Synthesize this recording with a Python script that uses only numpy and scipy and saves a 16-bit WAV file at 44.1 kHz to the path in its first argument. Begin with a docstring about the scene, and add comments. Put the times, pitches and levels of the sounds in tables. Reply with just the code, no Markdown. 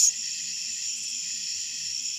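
"""A steady chorus of crickets and other insects, near and far, in a grassy field at night.
Each singer is a straying tone pulsed once per wing stroke; shaped noise stands for the countless far ones.
Very close to the microphone one insect ends its buzz at the start: gliding tones over grainy noise.
A nearer cricket trills in bouts of even strokes; three thin ticks are short bursts of bright noise.
Distant rasps of banded noise come and go over still air, a faint knock and a low drone of tones and rumble."""
import sys
import numpy as np
from scipy import signal
from scipy.fft import rfft, irfft, next_fast_len
from scipy.io import wavfile

SR = 44100
rng = np.random.default_rng(int(sys.argv[2]) if len(sys.argv) > 2 else 0)


def persist_wave(psi):
    """Save psi, clipped to +-1, as 16-bit WAV."""
    counts = np.round(np.clip(psi, -1, 1) * 32767).astype(np.int16)
    wavfile.write(sys.argv[1], SR, np.atleast_2d(counts).T)


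N = 96314

# Groups that sing throughout:
# pitch_hz [Hz], spread_hz [Hz either side], level_db [dB], strokes_per_s [1/s], roughness [0-1]
CHOIRS = [(2600, 70, -51, 76, 0.01), (3235, 110, -52.5, 58, 0.11), (5464, 210, -42, 84, 0.07),
          (6988, 120, -39.5, 84, 0.1)]
# Gain of the highest group over time: time_s [s], gain_db [dB]
TOP_GAIN = [(0.09, 11), (.125, -15), (.165, 6), (.23, 0), (.78, 0.5), (1.1, 0.5), (1.47, 0.5), (1.62, 2),
            (1.97, -3.5), (2.055, 6.5), (2.18, -6)]
# Bouts of the nearer cricket:
# start_s [s], length_s [s], level_db [dB relative to TRILL_DB], strokes_per_s [1/s]
TRILLS = [(.187, .155, -4.5, 60), (.53, .19, -8, 62), (.82, .135, -6.5, 64), (1.03, .18, -9.5, 64),
          (1.43, .155, -4.5, 59), (1.847, .166, -.8, 63.5), (2.035, .125, -4, 68)]
# Strokes of the very close insect:
# start_s [s], length_s [s], level_db [dB], first_hz [Hz], last_hz [Hz]
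CLOSE_STROKES = [(.004, .008, -20, 6700, 6700), (.012, .016, -24, 6900, 6950),
                 (.028, .015, -18, 7030, 6900), (.043, .015, -17.5, 6900, 6200),
                 (.070, .012, -18.5, 6880, 6450), (.082, .011, -19.5, 6660, 6560)]
# Spectrum of its wing scrape: freq_hz [Hz], density_db [relative dB per Hz]
SCRAPE_COLOUR = [(1500, -70), (3400, -28), (4100, -9.5), (4800, -9.5), (5500, 6.5), (6050, 4.5),
                 (6950, 5.5), (7700, -6), (9500, -17), (13800, -17)]
# Level of its wing scrape over time: time_s [s], level_db [dB]
SCRAPE_LEVEL = [(0, -15.5), (.01, -23), (.05, -24), (.066, -24.5), (.088, -35), (.102, -55)]
# Thin high ticks: start_s [s], level_db [dB]
TICKS = [(.964, -42), (1.022, -42), (1.081, -42)]
# Spectrum of a tick: freq_hz [Hz], density_db [relative dB per Hz]
TICK_COLOUR = [(5500, -33), (7200, 2), (8000, 1.5), (8600, -13), (9600, -12), (13500, -28)]
# Distant rasping calls, before their edges are widened:
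# start_s [s], length_s [s], upper_db [dB], lower_db [dB]
RASPS = [(0.07, 0.11, -50, -55), (0.232, 0.088, -44.5, -52.5), (0.332, 0.085, -42.5, -55),
         (0.437, 0.092, -42.5, -55.5), (0.562, 0.083, -48, -56), (0.638, 0.097, -45.5, -58),
         (0.752, 0.13, -46.5, -55), (1.231, 0.22, -46, -57), (1.445, 0.23, -44.5, -57.5),
         (1.677, 0.26, -47, -57.5)]
# Spectra of the two rasp bands: freq_hz [Hz], density_db [relative dB per Hz]
RASP_UPPER = [(2000, -56), (3400, -45), (3850, -4.5), (4300, 3.5), (4800, 6.5), (5300, 1), (6000, -62),
              (8000, -43)]
RASP_LOWER = [(900, -61), (1450, -44), (1720, -19), (1870, -0.5), (2030, -5), (2200, -14), (2500, -41),
              (4000, -74)]
# Spectrum of countless far insects: freq_hz [Hz], density_db [relative dB per Hz]
WASH_COLOUR = [(1500, -42), (2250, -28.5), (2480, -8), (2900, -12), (3400, -11.5), (3650, -19.5),
               (3850, -16.5), (4900, -8.5), (5300, -1.5), (5900, -0.5), (6450, -7), (7000, -0.5),
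               (7450, -5.5), (7900, -15.5), (8350, -26), (10700, -26), (11500, -34.5), (13800, -27)]
# Spectrum of the night air: freq_hz [Hz], density_db [relative dB per Hz]
AIR_COLOUR = [(20, -19), (70, -12), (200, -2), (280, -9.5), (350, -16.5), (560, -26), (900, -21.5),
              (1030, -11), (1150, -22), (1280, -12.5), (1500, -17), (2200, -1), (4000, -47)]
# Spectrum of the uneven low rumble: freq_hz [Hz], density_db [relative dB per Hz]
RUMBLE_COLOUR = [(20, -17), (40, -22), (70, -1), (150, -4.5), (800, -50)]
# Lasting tones of the low drone: pitch_hz [Hz], level_db [dB]
DRONE = [(164, -72.5), (244, -74)]
# Swells of the low drone: start_s [s], length_s [s], pitch_hz [Hz, centre], level_db [dB]
SWELLS = [(0.17, 0.048, 238, -59), (0.361, .22, 245, -65.5), (0.368, 0.22, 164, -60.5),
          (0.667, 0.052, 240, -61), (0.882, 0.21, 247.7, -62.5), (.99, 0.06, 161.2, -61),
          (1.085, 0.12, 243, -58.5), (1.302, .13, 239.7, -60), (1.352, .14, 166, -60.5),
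          (1.545, 0.064, 82, -60.5), (1.706, 0.067, 246, -64.5), (1.744, 0.22, 164, -60.5),
          (1.79, 0.21, 82, -64.5), (1.976, .13, 247.7, -62.5)]
# Modes of the faint knock: pitch_hz [Hz], level_db [dB], t60_s [s]
KNOCK_MODES = [(470, -56.5, 0.11), (790, -62, 0.15)]

# Wings: rate of the roughness, share by which pitch strays (rms) and how fast
RASP_HZ, WANDER, WANDER_HZ = 245, .012, 71.4
# Chorus: singers per group, pulse exponent, share by which pitch sags in a stroke
SINGERS, STROKE_SHARP, SAG = 3, 0.86, 0.04
# Each singer's slow pitch drift and level swell (rms), and the rate of both
PITCH_DRIFT_HZ, WAVER_DB, WAVER_HZ = 35, 2.5, 6
TRILL_HZ, TRILL_DB = 5536, -33
TRILL_SAG, TRILL_ROUGH, TRILL_SHARP = 0.017, .05, 2.7  # share, 0-1, pulse exponent
CLOSE_ROUGH, CLOSE_WANDER, CLOSE_EDGE_S = .04, .005, .0025  # 0-1, share (rms), seconds
TICK_S, RASP_EDGE_S = .034, 0.037
WASH_DB, AIR_DB = -36.5, -61
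DRONE_WIDTH_HZ, KNOCK_S = 7, .088
ECHO_DB, ECHO_T60_S = -4.5, 0.12
EDGE_HZ = 14000


def chorus():
    """All the groups of singers; the highest swells and falls back."""
    *lower, top = [choir(*row) for row in CHOIRS]
    top_gain = amp(np.interp(clock(), *np.transpose(TOP_GAIN)))
    return sum(lower) + top * top_gain


def choir(hz, spread, db, rate, rough, rate_spread=.14, unsteady=0.0836):
    """A few singers of one kind, each with its own pitch and unsteady wing pace."""
    out = np.zeros(N)
    for place in np.linspace(-1, 1, SINGERS):
        pace = rate * (1 + rate_spread * rng.uniform(-1, 1) + unsteady * drift(12.36))
        turns = np.cumsum(pace) / SR + rng.random()
        pitch = hz + spread * place + PITCH_DRIFT_HZ * drift(WAVER_HZ)
        swell = amp(WAVER_DB * drift(WAVER_HZ))
        out += unit(song(turns, pitch, SAG, rough, STROKE_SHARP, WANDER) * swell)
    return amp(db) * unit(out)


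def song(turns, hz, sag, rough, sharp, wander):
    """One swelling pulse per wing stroke, its pitch sagging as the wing closes."""
    phase = turns % 1
    pulse = abs(np.sin(np.pi * phase)) ** sharp
    pitch = hz * (1 + sag * (.5 - phase))
    return unit(pulse * wing(pitch, rough, wander))


def wing(hz, rough, wander):
    """A wing rung by the teeth of its file: a straying tone, roughened by uneven strikes."""
    rough = np.clip(rough, 0, 1)
    ring = np.sqrt(1 - rough) + np.sqrt(rough) * flutter(RASP_HZ)
    pitch = hz * (1 + wander * drift(WANDER_HZ))
    tone = np.exp(2j * np.pi * np.cumsum(pitch) / SR)
    return unit((ring * tone).real)


def close_insect(grain_db=-2.0):
    """Gliding wing strokes right at the microphone, over a grainy scrape that soon dies away."""
    t = clock()
    strokes = np.zeros(N)
    for start, length, db, first, last in CLOSE_STROKES:
        glide = np.interp(t, [start, start + length], [first, last])
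        tone = wing(glide, CLOSE_ROUGH, CLOSE_WANDER)
        strokes += amp(db) * gate(start, length, CLOSE_EDGE_S) * tone
    level = amp(np.interp(t, *np.transpose(SCRAPE_LEVEL)))
    level = level * (t < SCRAPE_LEVEL[-1][0])
    scrape = unit(noise(SCRAPE_COLOUR) * amp(grain_db * drift(RASP_HZ)))
    return strokes + level * scrape


def near_cricket(edge_s=0.0096):
    """A nearer cricket: short bouts of fast, even wing strokes."""
    out = np.zeros(N)
    for start, length, db, rate in TRILLS:
        turns = (clock() - start) * rate
        trill = song(turns, TRILL_HZ, TRILL_SAG, TRILL_ROUGH, TRILL_SHARP, WANDER)
        out += amp(db) * gate(start, length, edge_s) * trill
    return amp(TRILL_DB) * out


def ticks(edge_s=0.0075, grain_db=1.0):
    """Three brief, bright and uneven wing scrapes."""
    scrape = unit(noise(TICK_COLOUR) * amp(grain_db * drift(RASP_HZ)))
    level = sum(amp(db) * gate(start, TICK_S, edge_s) for start, db in TICKS)
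    return scrape * level


def rasps(grain_db=1.5, throb_db=3.0):
    """Grainy calls in two bands, blurred by distance; the lower band throbs."""
    upper = unit(noise(RASP_UPPER) * amp(grain_db * drift(90)))
    lower = unit(noise(RASP_LOWER) * amp(throb_db * drift(27)))
    out = np.zeros(N)
    for start, length, upper_db, lower_db in RASPS:
        # widened to leave room for the soft edges
        envelope = gate(start - RASP_EDGE_S / 4, length + RASP_EDGE_S / 2, RASP_EDGE_S)
        out += envelope * (amp(upper_db) * upper + amp(lower_db) * lower)
    return out


def knock(rise_s=0.0037, tail_db=-8, tail_t60_s=0.32, blur_hz=35):
    """A soft, hollow knock: decaying modes that scatter into a broken tail."""
    t = np.maximum(clock() - KNOCK_S, 0)
    rings = np.zeros(N)
    for hz, db, t60 in KNOCK_MODES:
        ring = amp(-60 * t / t60) * np.sin(2 * np.pi * hz * t)
        tail = amp(tail_db - 60 * t / tail_t60_s) * hum(hz, blur_hz)
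        rings += amp(db) * (ring + tail)
    return np.minimum(t / rise_s, 1) * rings


def far_insects_and_air(shimmer_db=1.0):
    """Shimmering noise of insects too far to tell apart, and steady noise of still air."""
    wash = unit(noise(WASH_COLOUR) * amp(shimmer_db * drift(200)))
    return amp(WASH_DB) * wash + amp(AIR_DB) * noise(AIR_COLOUR)


def drone(rumble_db=-71.5, gust_db=2.0):
    """Weak low tones over an uneven rumble; now one tone, now another swells out."""
    rumble = amp(rumble_db) * unit(noise(RUMBLE_COLOUR) * amp(gust_db * drift(8.8)))
    tones = sum(amp(db) * hum(hz, DRONE_WIDTH_HZ) for hz, db in DRONE)
    swells = np.zeros(N)
    for start, length, hz, db in SWELLS:
        pitch = hz + DRONE_WIDTH_HZ * drift(16)
        tone = unit(np.sin(2 * np.pi * np.cumsum(pitch) / SR))
        swells += amp(db) * gate(start, length, length / 2) * tone
    return rumble + tones + swells


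def field(x):
    """Short, weak scatter from ground and bushes: decaying noise convolved with the sound."""
    t = clock()[:SR // 2]
    tail = rng.standard_normal(len(t)) * np.exp(-np.log(1000) * t / ECHO_T60_S)
    scatter = signal.fftconvolve(x, tail / np.linalg.norm(tail))[:N]
    return x + amp(ECHO_DB) * scatter


def hum(hz, width_hz):
    """A wavering tone: a carrier multiplied by slow complex noise."""
    return unit((flutter(width_hz) * np.exp(2j * np.pi * hz * clock())).real)


def noise(colour):
    """Noise with a spectrum given as (Hz, dB) points and an rms of one."""
    hz, db = np.transpose(colour)
    log_freq = np.log(np.fft.rfftfreq(N, 1 / SR) + 1)  # +1 avoids log of zero
    gain = amp(np.interp(log_freq, np.log(hz), db))
    return unit(irfft(rfft(rng.standard_normal(N)) * gain, N))


def flutter(width_hz):
    """Complex noise in a Gaussian band around zero; the width sets how fast it changes."""
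    size = next_fast_len(N)
    z = rng.standard_normal(size) + 1j * rng.standard_normal(size)
    band = np.exp(-.5 * (np.fft.fftfreq(size, 1 / SR) / width_hz) ** 2)
    return unit(np.fft.ifft(z * band)[:N])


def drift(rate_hz):
    """Random wandering with an rms of one."""
    return unit(flutter(rate_hz).real)


def gate(start, length, edge):
    """Rises, holds and falls along quarter-sine edges; times in seconds."""
    t = clock() - start
    return np.sin(np.pi / 2 * np.clip(np.minimum(t, length - t) / edge, 0, 1))


def amp(db):
    """Decibels to gain."""
    return 10 ** (np.asarray(db) / 20)


def unit(x):
    """Scales to an rms of one."""
    return x / np.sqrt(np.mean(abs(x) ** 2) + 1e-20)


def clock():
    """Time of every sample in seconds."""
    return np.arange(N) / SR


def scene():
    """All the singers over the night air; only the chorus is given scatter."""
    singers = field(chorus()) + close_insect() + near_cricket() + ticks() + rasps()
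    surroundings = knock() + far_insects_and_air() + drone()
    return (singers + surroundings)[None]


def record(dry):
    """The recorder's band limit: a linear-phase low-pass."""
    lowpass = signal.firwin(801, EDGE_HZ, window=("kaiser", 9), fs=SR)
    return signal.oaconvolve(dry, lowpass[None], "same")


dry = scene()
out = record(dry)
persist_wave(out)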